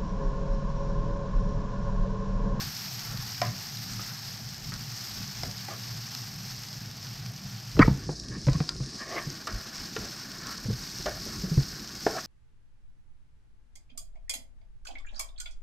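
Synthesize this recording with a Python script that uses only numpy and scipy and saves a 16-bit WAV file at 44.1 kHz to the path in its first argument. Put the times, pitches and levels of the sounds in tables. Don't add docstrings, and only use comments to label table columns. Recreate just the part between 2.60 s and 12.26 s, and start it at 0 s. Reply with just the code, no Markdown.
import sys
import numpy as np
from scipy import signal
from scipy.fft import rfft, irfft, next_fast_len
from scipy.io import wavfile
from scipy.ndimage import uniform_filter1d

SR = 44100
rng = np.random.default_rng(int(sys.argv[2]) if len(sys.argv) > 2 else 0)


def boost_factor(decibels):
    exponent = np.asarray(decibels, float) / 20
    return 10 ** exponent


def master(y):
    cut = np.clip(np.atleast_2d(y).T, -1, 1)
    pcm = np.round(cut * 32767)
    wavfile.write(sys.argv[1], SR, pcm.astype(np.int16))


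N = 426006
TIME = np.arange(N) / SR

# (time [s], fizz level [dB])
BOIL = [(0.0, -39.5), (0.59, -41.5), (1.18, -42), (1.58, -41), (1.99, -44.5), (2.42, -40.5), (2.75, -43),
        (3.95, -42.5), (4.25, -45.5), (4.71, -47), (5.56, -47.5), (5.8, -45.5), (6.32, -45), (7.4, -42.5),
        (8.2, -42.5), (8.55, -40.5), (9.28, -43), (9.66, -41)]
# (time [s], loss [dB])
PORT_SHADE = [(0.0, -2.5), (1.5, 0), (5.0, 0.5), (5.3, 2), (5.44, 5), (5.48, 17), (5.84, 17), (5.88, 10),
              (6.05, 12), (6.25, 18), (6.45, 11), (6.52, 4), (9.66, 3)]
# (frequency [Hz], density [dB per Hz])
FIZZ_COLOUR = [(3200, -29.5), (3900, -8.5), (4440, -3), (5230, 0.5), (5840, -5), (7230, -16.5), (8290, -19),
               (10600, -31.5), (11500, -36), (13000, -65)]
# (frequency [Hz], density [dB per Hz])
HISS_COLOUR = [(200, -30), (300, -12), (400, -7.5), (570, -21), (760, 2.5), (1000, -3), (1700, -0.5),
               (2300, -1.5), (3600, -1), (4600, -23)]
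# (frequency [Hz], density [dB per Hz])
AIR_COLOUR = [(6180, -51), (10500, -25.5), (10900, -31), (11600, -5), (12200, -0.5), (14300, -9),
              (15700, -14.5)]
# (frequency [Hz], density [dB per Hz])
WIDE_COLOUR = [(30, -19), (300, -22), (1000, -22.5), (3000, -23), (5000, -23), (8000, -20),
               (11000, -35)]
AIR_DB = -12.5


def sizzle():
    surge = flicker(1.0, 0.0091) * flicker(1.0, 0.097)
    noise = rng.standard_normal((5, N))
    heat, shade = curve(BOIL), curve(PORT_SHADE)
    low, high = bubbles(1178, 6470, count=10), bubbles(6280, 15700, count=8)

    bursts = 0.5 * low + 1.2 * high
    fizz = boost_factor(heat - 0.26) * coloured(bursts + 1.46 * noise[0], FIZZ_COLOUR)

    rim_loss_db = -2 * lifted(7.6, 1.2)
    palm_db = -8 * np.exp(-((TIME - 5.59) / 0.1) ** 4)
    hiss_db = -50 + 0.6 * (heat + 43) - 0.45 * shade + rim_loss_db + palm_db
    hiss = boost_factor(hiss_db) * coloured(0.27 * low + 1.23 * noise[1], HISS_COLOUR)

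    left = 0.53 * high + 0.8 * noise[2]
    other = 0.4 * bubbles(10000, 14400, count=4) + 0.84 * noise[3]
    same = 0.31
    right = same * left + np.sqrt(1 - same ** 2) * other
    lean_db = np.array([[1.75], [-1.75]])
    air = boost_factor(heat + AIR_DB - shade + 1.9 + lean_db) * coloured(np.array([left, right]), AIR_COLOUR)

    gap = boost_factor(heat - 34.5) * flicker(6.1, 0.066) * coloured(noise[4], WIDE_COLOUR)
    return surge * (fizz + hiss + air) + np.array([[1], [-1]]) * gap


def bubbles(lo_hz, hi_hz, count):
    out = np.zeros(N)
    for hz in np.geomspace(lo_hz, hi_hz, count):
        grain = ring(hz, t60=14 / hz, rise_s=0.00005)[:600] * np.sqrt(hz)
        bursts = clicks(5000 / count, spread_db=2.5)
        out += signal.oaconvolve(bursts, grain)[:N]
    return evened(out)


def crackle():
    t = np.arange(600) / SR
    snaps = np.zeros(N)
    for puff in rng.standard_normal((3, 600)):
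        tail = puff * boost_factor(-60 * t / 0.014)
        snaps += signal.oaconvolve(clicks(20, spread_db=3.0), tail)[:N]
    fizz = coloured(snaps, FIZZ_COLOUR)
    hiss = boost_factor(-8.0) * coloured(snaps, HISS_COLOUR)
    air = boost_factor(AIR_DB - curve(PORT_SHADE)) * coloured(snaps, AIR_COLOUR)
    return boost_factor(curve(BOIL) - 13) * (fizz + hiss + air)


# (time [s], peak level [dB], pitch [Hz], top against it [dB])
DROPS = [(0.1655, -24, 5130, -24), (0.8165, -18, 5190, -27), (1.1707, -22, 4760, -27),
         (1.9445, -28, 4840, -28), (2.0467, -27, 5150, -27), (2.1001, -31, 5110, -21),
         (2.139, -22, 4980, -34), (2.3176, -32, 5040, -23), (2.393, -31, 5000, -21),
         (2.4503, -31, 5170, -21), (2.5426, -27, 5380, -26), (2.833, -23, 5130, -27),
         (2.9128, -27, 4950, -26), (2.9791, -27, 5000, -17), (3.894, -30, 5370, -24),
         (3.9639, -30, 5020, -21), (4.0352, -28, 5090, -18), (4.0861, -25, 4830, -27),
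         (4.1295, -28, 4850, -26), (4.4283, -31, 5170, -25), (4.9107, -33, 5770, -25),
         (5.1158, -31, 4720, -23), (5.1926, -22, 4610, -31), (5.2679, -28, 4750, -25),
         (5.3408, -33, 5070, -22), (5.3737, -31, 6040, -23), (5.5982, -27, 5510, -25),
         (5.685, -28, 5340, -27), (5.8681, -28, 5160, -22), (6.0028, -31, 4610, -24),
         (6.0911, -15, 4850, -30), (6.1644, -31, 5220, -22), (6.2612, -29, 4800, -19),
         (6.3944, -30, 4590, -23), (6.5555, -31, 5270, -23), (6.6253, -26, 5190, -20),
         (6.8708, -27, 5280, -15), (6.9262, -30, 4910, -27), (7.1816, -27, 4860, -18),
         (7.3652, -24, 5560, -30), (7.7169, -25, 5410, -21), (7.87, -26, 5340, -19),
         (7.9798, -26, 5240, -26), (8.3, -28, 4880, -18), (8.4253, -25, 5460, -24),
         (9.2753, -27, 5350, -26), (9.3531, -28, 5250, -19), (9.4654, -23, 5510, -26)]


def pops():
    out = np.zeros(N)
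    for s, db, hz, _ in DROPS:
        bright = ring(hz, 0.007, 0.00015) + 0.4 * ring(0.87 * hz, 0.007, 0.00015)
        crack = 0.24 * ring(0.605 * hz, 0.0039, 0.0002)
        add(out, s, boost_factor(db - 0.6) * (bright + crack))
    return out


def spits():
    out = np.zeros(N)
    mids, t = puffs(len(DROPS), 3500, 6500)
    tops, t = puffs(len(DROPS), 6500, 8800)
    for (s, db, _, top_db), mid, top in zip(DROPS, mids, tops):
        spray = boost_factor(-13 - 60 * t / 0.022) * mid
        spray += boost_factor(top_db + 4 - 60 * t / 0.008) * top
        add(out, s, boost_factor(db) * spray)
    return out


# (start [s], length [s], level [dB], dull part against it [dB], loaded spot [Hz])
DRAGS = [(-0.2, 0.36, -43, -11, 1560), (0.34, 0.36, -41, -11, 1300), (1.25, 0.37, -44, -9, 1450),
         (2.4, 0.32, -49, -3, 1500), (5.33, 0.2, -43, -18, 1500), (5.65, 0.15, -39, -23, 1770),
         (5.84, 0.18, -41, -8, 1900), (6.0, 0.25, -46, -10, 1200), (6.25, 0.2, -45, -12, 2000),
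         (6.49, 0.135, -26, -4, 1850), (6.54, 0.06, -31, -25, 2600), (7.0, 0.28, -48, -20, 1550),
         (7.36, 0.19, -42, -1, 1400), (7.7, 0.3, -36, -17, 1350), (8.6, 0.22, -43, -11, 1190),
         (8.76, 0.3, -43, -6, 1300), (9.535, 0.07, -27, -5, 1350)]
# (start [s], length [s], level [dB], dull part against it [dB], loaded spot [Hz])
LANDING_SKIDS = [(0.812, 0.13, -29.5, -9, 1900), (2.11, 0.13, -41, -20, 1400), (2.83, 0.16, -48, 5, 1300),
                 (3.08, 0.16, -41, 0, 1150), (5.2, 0.08, -22, -8, 1450), (5.485, 0.06, -54, 16, 1400),
                 (6.38, 0.2, -35, -11, 1750), (6.585, 0.09, -35, -7, 1800), (6.86, 0.22, -36, -5, 1400),
                 (8.45, 0.12, -33, 2, 1450), (9.465, 0.05, -47, 14, 1100)]
# (frequency [Hz], width [Hz], level [dB])
BRIGHT_METAL = [(1120, 86, 3), (1256, 28, 3), (1650, 99, -3), (1890, 170, -2), (2160, 76, -4)]
# (frequency [Hz], width [Hz], level [dB])
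DULL_METAL = [(380, 50, 0), (470, 70, -3), (666, 120, 0)]


def scrape():
    slips = 0.45 * evened(clicks(1500, spread_db=3.2)) + 0.94 * rng.standard_normal(N)
    slips = lowpass(slips * flicker(2.1, 0.02), 3000, order=3)

    press = boost_factor(-59 + 11 * lifted(6.0, 0.7))
    weight = boost_factor(-59)
    total, spot = press, press * 1500

    for rows, top, lead in ((DRAGS, 0.7, 0.14), (LANDING_SKIDS, 0.12, 0)):
        for start, length, db, dull_db, hz in rows:
            push = pressure(start, length, db, top)
            dull_push = pressure(start - lead * length, length, db + dull_db, top)
            press, weight = np.hypot(press, push), np.hypot(weight, dull_push)
            total, spot = total + push, spot + push * hz

    bright = 0.51 * body(slips, BRIGHT_METAL)
    bright += 0.43 * moving_ring(slips, spot / total, width=385)
    bright += 0.28 * body(slips, [(1400, 800, 0)])
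    bounce = around(KNOCKS, early_s=0.04, late_s=0.006, db=-10)
    return bounce * boost_factor(-4) * (press * bright + weight * body(slips, DULL_METAL))


def pressure(start, length, db, top):
    u = (TIME - start) / length
    away = np.maximum((top - u) / top, (u - top) / (1 - top))
    return boost_factor(db - 18 * np.minimum(away, 6))


def around(events, early_s, late_s, db):
    gain = np.ones(N)
    for row in events:
        gain[(TIME > row[0] - early_s) & (TIME < row[0] + late_s)] = boost_factor(db)
    return uniform_filter1d(gain, size=200)


def moving_ring(x, hz, width):
    turn = np.exp(2j * np.pi * np.cumsum(hz) / SR)
    r = np.exp(-np.pi * width / SR)
    smooth = x / turn
    for _ in range(2):
        smooth = signal.lfilter([1 - r], [1, -r], smooth)
    return evened((turn * smooth).real)


# (time [s], peak level [dB], main tone [Hz], clack against it [dB], spatter against it [dB])
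KNOCKS = [(0.817, -27, 600, -5, 5), (1.393, -38, 1257, -10, -7), (2.12, -39.5, 1300, -4, 2),
          (2.833, -31.5, 716, -8, -1), (3.084, -34, 806, -9, -15), (5.167, -39, 415, -5, -17),
          (5.192, -12, 450, -10, -17), (5.276, -27, 900, -14, -20), (5.491, -27, 350, -30, -24),
          (5.868, -29, 306, -14, -4), (5.884, -26, 480, -8.5, -17), (6.003, -27, 290, -12, -12),
          (6.09, -42.5, 1380, 1, 5), (6.202, -33.5, 292, -26, -16), (6.872, -28, 1230, -4.5, -18),
          (7.364, -27, 445, -4, -4), (8.459, -26, 600, -12, 6), (8.975, -36.5, 298, -17, -13),
          (9.4655, -12, 430, -28, -15)]
# (frequency [Hz], level [dB])
PAN_MODES = [(340, -7), (440, -8.5), (560, -4), (690, -9), (860, -8)]
# (frequency [Hz], level [dB])
RIM_MODES = [(1020, 2), (1300, 0.5), (1620, -9), (1900, 3.5), (2320, -4), (2650, -45.5), (3150, -23)]


def taps():
    out, count = np.zeros(N), len(KNOCKS)
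    luck = rng.standard_normal((count, len(PAN_MODES) + len(RIM_MODES), 2))
    thuds, t = puffs(count, 350, 1220)
    cracks, t = puffs(count, 900, 2300)
    spatters, t = puffs(count, 3050, 6800)
    for k, (s, db, tone_hz, clack_db, spatter_db) in enumerate(KNOCKS):
        t60 = 0.07 - 0.0008 * (db + 40)
        swell = boost_factor(-60 * t / (0.83 * t60)) * (1 - np.exp(-t / 0.0013))
        low = 0.96 * ring(tone_hz, t60, 0.00051)
        low += 0.51 * struck(PAN_MODES, luck[k], 0.87 * t60, 0.00047)
        low += 0.38 * thuds[k] * swell
        clack = 0.8 * struck(RIM_MODES, luck[k, len(PAN_MODES):], 0.81 * t60, 0.00025)
        clack += 0.68 * cracks[k] * boost_factor(-60 * t / 0.04)
        spatter = boost_factor(spatter_db - 9.5) * spatters[k] * swell
        add(out, s, boost_factor(db) * (low + boost_factor(clack_db + 6.0) * clack + spatter))
    return out


def struck(modes, draw, t60, rise_s):
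    sound = 0
    for (hz, db), (a, b) in zip(modes, draw):
        tone = ring(hz * (1 + 0.056 * b), t60 * (700 / hz) ** 0.4, rise_s)
        sound = sound + boost_factor(db + 3.5 * a) * tone
    return sound / abs(sound).max()


# (time [s], peak level [dB], frequency [Hz], t60 [s], rise [s])
RINGS = [(0.817, -15, 5200, .016, .001), (2.833, -20, 5150, .014, .0005),
         (5.5982, -26, 5600, .012, .0003), (6.0915, -17, 4850, .012, .0003),
         (5.209, -12, 190, .05, .002), (5.291, -19, 200, .08, .003), (0.8155, -27, 1400, .03, .0003),
         (0.8155, -28, 1900, .03, .0003), (0.816, -28, 2300, .03, .0003),
         (0.8175, -11.5, 710, .045, .004), (0.829, -30, 1030, .08, .002), (5.196, -17, 1290, .03, .001),
         (5.237, -24, 1900, .03, .001), (5.259, -28, 1250, .03, .001), (5.2812, -1, 240, .012, .0008),
         (5.245, -30, 2000, .06, .004), (5.256, -29, 2250, .04, .003), (5.875, -22, 560, .05, .004),
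         (5.8855, -11, 140, .09, .003), (5.887, -17, 290, .05, .003), (5.944, -30, 1100, .05, .005),
         (8.4645, -23, 620, .03, .0005), (8.477, -30, 1700, .02, .0003), (8.4825, -24, 650, .04, .0005),
         (9.4655, -23, 1750, .025, .0003), (9.4658, -18, 680, .03, .0004), (9.479, -30, 1650, .03, .001),
         (9.488, -24, 700, .025, .001), (9.547, -32, 1350, .03, .001), (9.548, -28, 750, .1, .006),
         (9.564, -26, 650, .06, .004)]


def bounces():
    out = np.zeros(N)
    for s, db, hz, t60, rise_s in RINGS:
        add(out, s, boost_factor(db) * ring(hz, t60, rise_s))
    return out


# (time [s], peak level [dB], frequency [Hz], rattle against it [dB], t60 [s])
HOUSING_BLOWS = [(5.15, -30, 127, -13, 0.12), (5.171, -26.5, 147, -2, 0.12), (5.1936, 0, 275, -9, 0.035),
                 (5.202, -8.5, 135, -14, 0.088), (5.213, -11, 122, -19, 0.062), (5.243, -30, 91.5, 0, 0.1),
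                 (5.28, -13.5, 141, -6, 0.064), (5.309, -22, 136.4, -27, 0.2), (5.489, -27, 150, 1, 0.12),
                 (5.7, -32, 124, -11, 0.15), (5.871, -17, 132, -19, 0.15), (5.952, -18.5, 150, -28, 0.074),
                 (6.004, -17.5, 151, -14, 0.079), (6.154, -33, 141, -7, 0.065),
                 (6.204, -27.5, 134, -16, 0.18), (6.669, -25.5, 145, -15, 0.08),
                 (8.055, -30, 116, -9, 0.14), (8.084, -25.5, 205, -14, 0.11),
                 (8.099, -23.5, 116, -8, 0.096), (8.127, -28.5, 128, -19, 0.1), (8.659, -42, 229, 5, 0.13),
                 (8.836, -25, 185, -11, 0.11), (8.914, -22.5, 160, -16, 0.15),
                 (8.974, -13, 136, -18.5, 0.11)]


def housing():
    out = np.zeros(N)
    rattles, t = puffs(len(HOUSING_BLOWS), 320, 540)
    for (s, db, hz, rattle_db, t60), noise in zip(HOUSING_BLOWS, rattles):
        swell = boost_factor(-60 * t / (0.68 * t60)) * (1 - np.exp(-t / 0.0022))
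        rattle = boost_factor(rattle_db - 6.5) * noise * swell
        add(out, s, boost_factor(db + 6) * (ring(hz, t60, 0.0031) + rattle))
    return out


# (frequency [Hz], width [Hz], level [dB])
PLASTIC = [(1060, 150, 1), (1300, 110, 4), (1600, 130, -4), (1910, 89, 5), (2290, 99, 1), (4600, 180, -13)]


def creak():
    out, length = np.zeros(N), 0.036
    t = np.arange(int(0.08 * SR)) / SR
    u = t / length
    push = np.clip(u, 0, 1) ** 0.4 * np.clip((1 - u) / 0.28, 0, 1)
    rub = push * rng.standard_normal(len(t))
    bite = np.clip((t - 0.014) / 0.006, 0.1, 1)
    sound = boost_factor(-1) * body(rub, PLASTIC[:3]) + 0.7 * body(rub * bite, PLASTIC[3:])
    add(out, 5.199, boost_factor(-23.5) * sound)
    return out


def kitchen(x):
    t = np.arange(SR // 2) / SR
    tail = clicks(2800, 0, size=len(t)) * boost_factor(-60 * t / 0.3) * (t > 0.004)
    tail = signal.lfilter(*signal.butter(1, 2200, fs=SR), tail)
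    return signal.fftconvolve(x, tail / np.linalg.norm(tail))[:N]


# (time [s], reach [s], level [dB], deep part [dB])
STIR_SHAKES = [(0.0, 0.2, -39, -51), (0.55, 0.18, -41, -49), (0.88, 0.1, -36, -52), (1.33, 0.15, -41, -52),
               (1.8, 0.2, -45, -56), (2.13, 0.22, -41, -50), (2.6, 0.09, -40, -47), (2.86, 0.11, -39, -44),
               (3.35, 0.14, -46, -61), (3.8, 0.3, -47, -57), (4.25, 0.12, -42, -58), (4.65, 0.13, -44, -52),
               (4.87, 0.12, -43, -57), (5.25, 0.1, -55, -22), (5.44, 0.1, -41, -42), (5.6, 0.09, -56, -41),
               (5.76, 0.12, -40, -44), (5.93, 0.11, -44, -32), (6.2, 0.15, -46, -45), (6.7, 0.09, -45, -49),
               (6.95, 0.06, -46, -37), (7.21, 0.05, -54, -48), (7.42, 0.08, -43, -46),
               (7.85, 0.12, -50, -54), (8.13, 0.17, -50, -44), (8.5, 0.16, -48, -43), (8.8, 0.2, -40, -42),
               (8.99, 0.05, -34, -31), (9.15, 0.15, -46, -47), (9.42, 0.15, -54, -50)]
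# (frequency [Hz], width [Hz], level [dB])
FAN_DRONE = [(115.7, 11.1, 2.5), (145, 16.6, -2.5), (190, 28.6, -7), (260, 113, -29.5)]
# (frequency [Hz], width [Hz], level [dB])
HAND_GRIP = [(125.5, 27.6, -4), (203.6, 56.7, -3.5), (340, 150, -10.5)]
# (frequency [Hz], density [dB per Hz])
DEEP_COLOUR = [(12, -36), (20, -9.5), (43, 4.5), (81, -1), (92, -9), (100, 2), (130, -14), (220, -120)]


def rumble():
    held = lifted(5.1, 0.087)
    noise = rng.standard_normal((3, N))
    fan = body(noise[0], FAN_DRONE)
    hand = body(noise[1] * flicker(2.5, 0.02), HAND_GRIP)
    low = lowpass((1 - held) * fan + held * hand, 420, order=2)
    level, deep = boost_factor(-45 - 3.5 * held), boost_factor(-65 + 6 * held)
    for s, reach, db, deep_db in STIR_SHAKES:
        swell = np.exp(-np.minimum(((TIME - s) / (0.7 * reach)) ** 2, 50))
        level, deep = np.hypot(level, boost_factor(db) * swell), np.hypot(deep, boost_factor(deep_db) * swell)
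    return boost_factor(1.0) * level * low + deep * coloured(noise[2], DEEP_COLOUR)


def lifted(s, over_s):
    return np.clip((TIME - s) / over_s, 0, 1)


def evened(x):
    return x / np.sqrt(np.mean(x ** 2) + 1e-20)


def curve(rows):
    return np.interp(TIME, [r[0] for r in rows], [r[1] for r in rows])


def add(mix, s, sound):
    part = mix[round(s * SR):][:len(sound)]
    part += sound[:len(part)]


def lowpass(x, hz, order):
    return signal.sosfilt(signal.butter(order, hz, fs=SR, output="sos"), x)


def coloured(x, points):
    f, db = np.transpose(points)
    size = next_fast_len(N)
    hz = np.fft.rfftfreq(size, 1 / SR)
    gain = boost_factor(np.interp(np.log(hz + 1), np.log(f + 1), db, left=-120, right=-120))
    return evened(irfft(rfft(x, size) * gain, size)[..., :N])


def body(x, modes):
    out = 0
    for k, (hz, width, db) in enumerate(modes):
        mode = signal.lfilter(*signal.iirpeak(hz, hz / width, SR), x)
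        out = out + (-1) ** k * boost_factor(db) * mode
    return evened(out)


def clicks(per_s, spread_db, size=N):
    db = spread_db * np.minimum(rng.exponential(1, size), 5)
    return boost_factor(db) * rng.standard_normal(size) * (rng.random(size) < per_s / SR)


def flicker(db, s):
    width = max(int(s * SR), 2)
    drift = uniform_filter1d(uniform_filter1d(rng.standard_normal(N), width), width)
    return boost_factor(db * evened(drift))


def ring(hz, t60, rise_s):
    t = np.arange(13230) / SR
    return boost_factor(-60 * t / max(t60, 0.002)) * (1 - np.exp(-t / rise_s)) * np.sin(2 * np.pi * hz * t)


def puffs(count, lo_hz, hi_hz):
    noise, t = rng.standard_normal((count, 13230)), np.arange(13230) / SR
    band = signal.butter(2, [lo_hz, hi_hz], "bandpass", fs=SR, output="sos")
    return evened(signal.sosfilt(band, noise)), t


def scene():
    blows, drops = taps() + bounces(), pops()
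    room = boost_factor(-16.5) * kitchen(blows + drops)
    knocks = lowpass(blows + room + scrape() + housing() + creak(), 6500, order=4)
    drops = lowpass(drops, 9100, order=2)
    return sizzle() + crackle() + drops + spits() + knocks + rumble()


def band_limit(x):
    return signal.sosfilt(signal.butter(12, 15820, fs=SR, output="sos"), x)


def record(dry):
    edge = signal.firwin(255, 15840, window=("kaiser", 8), fs=SR)
    mix = signal.oaconvolve(dry, edge[None], "same")
    return band_limit(mix)


dry = scene()
out = record(dry)
master(out)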